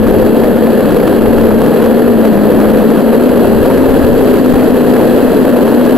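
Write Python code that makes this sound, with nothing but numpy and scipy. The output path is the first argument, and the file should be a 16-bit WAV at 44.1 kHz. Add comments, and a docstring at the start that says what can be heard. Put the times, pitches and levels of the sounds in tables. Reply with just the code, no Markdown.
"""High in open air, with no echo, air rushes past a camera on the keel of a hang glider in a banked turn.
Eddy pressure buffets the housing as shaped noise; finer turbulence hisses and puffs at its edges.
Vortices shed by the frame hum at a pitch proportional to airspeed, over a rumble of the largest eddies.
The overloaded recorder clips the peaks, and its uneven sampling adds a thin sizzle near 12 kHz."""
import sys
import numpy as np
from scipy import signal
from scipy.fft import rfft, irfft
from scipy.io import wavfile
from scipy.ndimage import uniform_filter1d, map_coordinates

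SR = 44100
rng = np.random.default_rng(int(sys.argv[2]) if len(sys.argv) > 2 else 0)


def log_audio(samples):
    """Write samples as a 16-bit WAV file to the path given in sys.argv[1]."""
    # one column per channel
    frames = np.atleast_2d(samples).T
    # limit to full scale, then quantise
    limited = np.clip(frames, -1, 1)
    pcm = np.round(limited * 32767).astype(np.int16)
    wavfile.write(sys.argv[1], SR, pcm)


N = 263277
TIME = np.arange(N) / SR  # seconds
FREQ = np.maximum(np.arange(N // 2 + 1) * SR / N, 1)  # Hz, kept above zero for the logarithm

# Spectrum of the rumble of the largest eddies. Each row: frequency in Hz, relative density in dB per Hz.
RUMBLE_SPECTRUM = [(15, 3), (35, -1), (60, 0.5), (120, -0.5), (200, -11), (400, -1), (1000, -61)]
# Course of the rumble, before its random swells. Each row: time in seconds, level in dB.
RUMBLE_COURSE = [(0, -12), (1.0, -18.5), (1.3, -12), (1.8, -19.5), (2.8, -14.5), (3.1, -22.5), (3.8, -10.5),
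                 (5.2, -23.5), (5.97, -19.5)]
# Pitch of the vortex hum, proportional to airspeed, before its waver. Each row: time in seconds, pitch in Hz.
HUM_PITCH_COURSE = [(0, 216.2), (.4, 233), (.9, 218), (1.4, 231), (1.52, 219), (1.9, 225), (2.0, 241),
                    (2.35, 209), (2.95, 218), (3.3, 246), (3.5, 231), (3.85, 261), (4.4, 248), (4.6, 256),
                    (4.8, 244), (5.35, 258), (5.7, 232), (5.97, 254)]
# Strength of the hum, before tone and wake offsets. Each row: time in seconds, relative level in dB.
HUM_COURSE = [(0, -8), (1.15, -13), (1.45, -6), (1.8, -12), (2.05, -5), (3.1, -7), (3.6, -9), (5.97, -7.5)]
# Spectrum of eddies tearing off the housing. Each row: frequency in Hz, relative density in dB per Hz.
PUFF_SPECTRUM = [(300, -15.5), (650, 4), (1100, -1.5), (1700, -10.5), (2200, -15.5), (3300, -24),
                 (4600, -32), (5600, -34), (16000, -58)]
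# Spectrum of the hiss at the housing edges. Each row: frequency in Hz, relative density in dB per Hz.
HISS_SPECTRUM = [(300, -12), (700, 2), (1200, 0.5), (1750, -2), (2200, -15.5), (3300, -7), (3700, -16.5),
                 (4600, -12.5), (5400, -29.5), (7000, -32), (16000, -38.5)]
# Cavity resonances colouring the hiss. Each row: centre in Hz, width in Hz, lift in dB.
CAVITY_RESONANCES = [(1650, 270, 6), (2645, 450, 7), (3180, 300, 0), (3980, 470, 6.5), (4750, 330, 2)]
# Tilt of the hiss each port hears alone, against the shared hiss. Each row: frequency in Hz, relative level in dB.
PORT_HISS_TILT = [(700, -23), (1600, -13), (2200, -0.5), (2900, -5), (3700, -5), (4500, -1.5), (5600, 0),
                  (7000, 17.5)]
# Spectrum of the buffeting heard through the housing. Each row: frequency in Hz, relative density in dB per Hz.
BUFFET_SPECTRUM = [(80, -16), (160, -8), (220, 0), (290, 0.05), (350, -2.5), (420, 0), (500, 0), (600, -7),
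                   (780, -16.5), (1100, -25.5), (1800, -31.5), (4000, -66.5)]
# Gusts in the roar, hiss and puffs, before small swells. Each row: time in seconds, relative level in dB.
GUST_COURSE = [(0, -2), (.2, 0.5), (.8, -.5), (1.5, .3), (1.85, 0.5), (2.25, -0.1), (2.65, 0.8),
               (3.05, 0.6), (3.4, 0), (5.97, 0.4)]

# levels at mean airspeed, before gusts and recorder (dB)
BUFFET_DB, HISS_DB, PUFF_DB = -4, -24, -23.5
EDGE_GROWTH = 0.67  # growth of hiss and puffs, in dB per dB of airspeed
GLIDER_INERTIA_S = 1.0  # time over which the glider changes its airspeed
SWELL_HZ, SWELL_DB = 5.2, 0.42  # rate and spread of small random swells on the gusts
LULL_COUNT, LULL_S, LULL_DB = 8, 0.014, -4  # brief lulls: number, time from centre to 1/e, depth
PORT_HZ, PORT_LEAD, PORT_DB = 347, 0.057, 0.93  # right port: bass corner, extra phase lead (radians), gain
JITTER_HZ, TOP_HZ = 12000, 15730  # rate of the timing error, edge of the top cut


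def undb(db):
    """Amplitude gain is ten to the power of decibels over twenty."""
    return 10 ** (np.asarray(db) / 20)


def unit(x):
    """Division by the root mean square gives a signal of rms 1."""
    return x / np.sqrt(np.mean(x ** 2))


def curve(table):
    """Linear interpolation turns a control table into one value per sample."""
    return np.interp(TIME, *np.transpose(table))


def spectrum(points):
    """Spectral points in dB are joined by straight lines on a log-frequency axis."""
    hz, db = np.transpose(points)
    return np.interp(np.log(FREQ), np.log(hz), db)


def noise(db):
    """Filtering white noise gives a random signal of the wanted spectrum, here of rms 1."""
    white = rfft(rng.standard_normal(N))
    return unit(irfft(white * undb(db), N))


def walk(rate_hz):
    """Low-passed noise is a slow random motion: spread 1, falling 12 dB per octave above the rate."""
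    return noise(-10 * np.log10(1 + (FREQ / rate_hz) ** 4))


def build_up(power, build_s):
    """Exponential smoothing run backwards in time grows ahead of each push and stops with it."""
    decay = np.exp(-1 / (build_s * SR))
    backwards = signal.lfilter([1], [1, -decay], power[::-1])
    return backwards[::-1]


def airspeed():
    """Shedding pitch is proportional to airspeed, so its slow part gives airspeed relative to the mean."""
    pitch = uniform_filter1d(curve(HUM_PITCH_COURSE), size=int(GLIDER_INERTIA_S * SR))
    return pitch / np.mean(pitch)


def lulls(count=LULL_COUNT):
    """A lull weakens every sound of the flow at once: a gain that dips briefly at random moments."""
    moments = rng.uniform(0, N / SR, count)
    depth = sum(np.exp(-((TIME - moment) / LULL_S) ** 2) for moment in moments)
    return undb(LULL_DB * depth)


def rumble(swell_db=3.5, swell_hz=3):
    """The largest eddies carry the lowest frequencies and roll past in uneven swells."""
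    level_db = curve(RUMBLE_COURSE) + swell_db * walk(swell_hz)
    return noise(spectrum(RUMBLE_SPECTRUM)) * undb(level_db)


def hum(tone_db=0.4, wake_db=-6.0, wake_hz=42, waver=0.03366, waver_hz=35, flutter_db=1.1, wake_growth=1.2):
    """Vortices leave the frame almost in step: an unsteady tone inside a wake that roughens with airspeed."""
    pitch, level_db = curve(HUM_PITCH_COURSE), curve(HUM_COURSE)
    wavering_pitch = pitch * (1 + waver * walk(waver_hz))
    phase = 2 * np.pi * np.cumsum(wavering_pitch) / SR
    tone_level_db = level_db + tone_db + flutter_db * walk(rate_hz=31)
    tone = np.sqrt(2) * np.sin(phase) * undb(tone_level_db)
    # random sine and cosine amplitudes spread the wake into a narrow band around the pitch
    wake = walk(wake_hz) * np.sin(phase) + walk(wake_hz) * np.cos(phase)
    wake_gain = undb(np.mean(level_db) + wake_db) * airspeed() ** wake_growth
    return tone + wake * wake_gain


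def puffs(count=380, build_s=0.0022, scatter_db=2.5):
    """Separation: eddies cling to the housing, grow and tear off at random moments in a rough flutter."""
    moments = rng.integers(0, N, count)
    strengths = undb(scatter_db * rng.standard_normal(count))
    power = np.bincount(moments, strengths ** 2, N)
    envelope = np.sqrt(build_up(power, build_s))
    return unit(noise(spectrum(PUFF_SPECTRUM)) * envelope)


def hiss(pressure, speed, follow=0.62, build_s=0.0026, flicker_db=1.13, apart_db=-9, speed_power=2.3):
    """Fine turbulence builds ahead of each big eddy, drops as it passes, and is coloured by the cavities."""
    colour = spectrum(HISS_SPECTRUM)
    for hz, width, lift_db in CAVITY_RESONANCES:
        colour = colour + lift_db / (1 + (2 * (FREQ - hz) / width) ** 2)
    eddy = build_up(pressure ** 2, build_s) ** (follow / 2)
    flicker = undb(flicker_db * walk(rate_hz=73))
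    # the finest eddies differ from port to port and grow quickly with airspeed
    own_colour = colour + spectrum(PORT_HISS_TILT)
    own = np.array([noise(own_colour) for port in range(2)]) * speed ** speed_power
    both = noise(colour) + undb(apart_db) * own
    return unit(both * eddy * flicker)


def buffeting(steep=0.039):
    """Eddy pressure drives the housing; a square term makes pushes a little sharper than pulls."""
    pressure = noise(spectrum(BUFFET_SPECTRUM))
    return unit(pressure + steep * (pressure ** 2 - 1))


def ports(pressure):
    """A leak acts as a high-pass: the right port loses bass and so leads the left in phase."""
    high_pass = 1j * FREQ / (1j * FREQ + PORT_HZ)
    leak = high_pass * np.exp(1j * PORT_LEAD) * undb(PORT_DB)
    left, right = pressure
    return np.array([left, irfft(rfft(right) * leak, N)])


def scene():
    """Superposition: gusts scale buffeting, hiss and puffs over rumble and hum; edge noise grows with airspeed."""
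    speed = airspeed()
    gust_gain = undb(curve(GUST_COURSE) + SWELL_DB * walk(SWELL_HZ))
    background = rumble() + hum()
    pressure = buffeting()
    edges = undb(HISS_DB) * hiss(pressure, speed) + undb(PUFF_DB) * puffs()
    edges = edges * speed ** EDGE_GROWTH
    roar = undb(BUFFET_DB) * pressure + edges
    air = background + roar * gust_gain
    return ports(air * lulls())


def record(dry, ceiling_db=-7, squeeze=0.57, drive_db=-1.0, jitter=1.104):
    """Overload and aliasing: quick gain control, hard clipping, uneven sampling (in samples), steep top cut."""
    power = uniform_filter1d(np.mean(dry ** 2, axis=0), size=1100)  # over 25 ms
    gain = np.maximum(power / undb(ceiling_db) ** 2, 1) ** (-squeeze / 2)
    clipped = np.clip(dry * gain * undb(drive_db), -1, 1)
    # a periodic timing error mirrors the roar on both sides of its own rate
    place = np.arange(N) + jitter * np.cos(2 * np.pi * JITTER_HZ * TIME)
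    sampled = np.array([map_coordinates(c, [place], order=3, mode="nearest") for c in clipped])
    top_cut = signal.ellip(12, .1, 70, TOP_HZ, fs=SR, output="sos")
    return np.clip(signal.sosfilt(top_cut, sampled), -1, 1)


dry = scene()
out = record(dry)
log_audio(out)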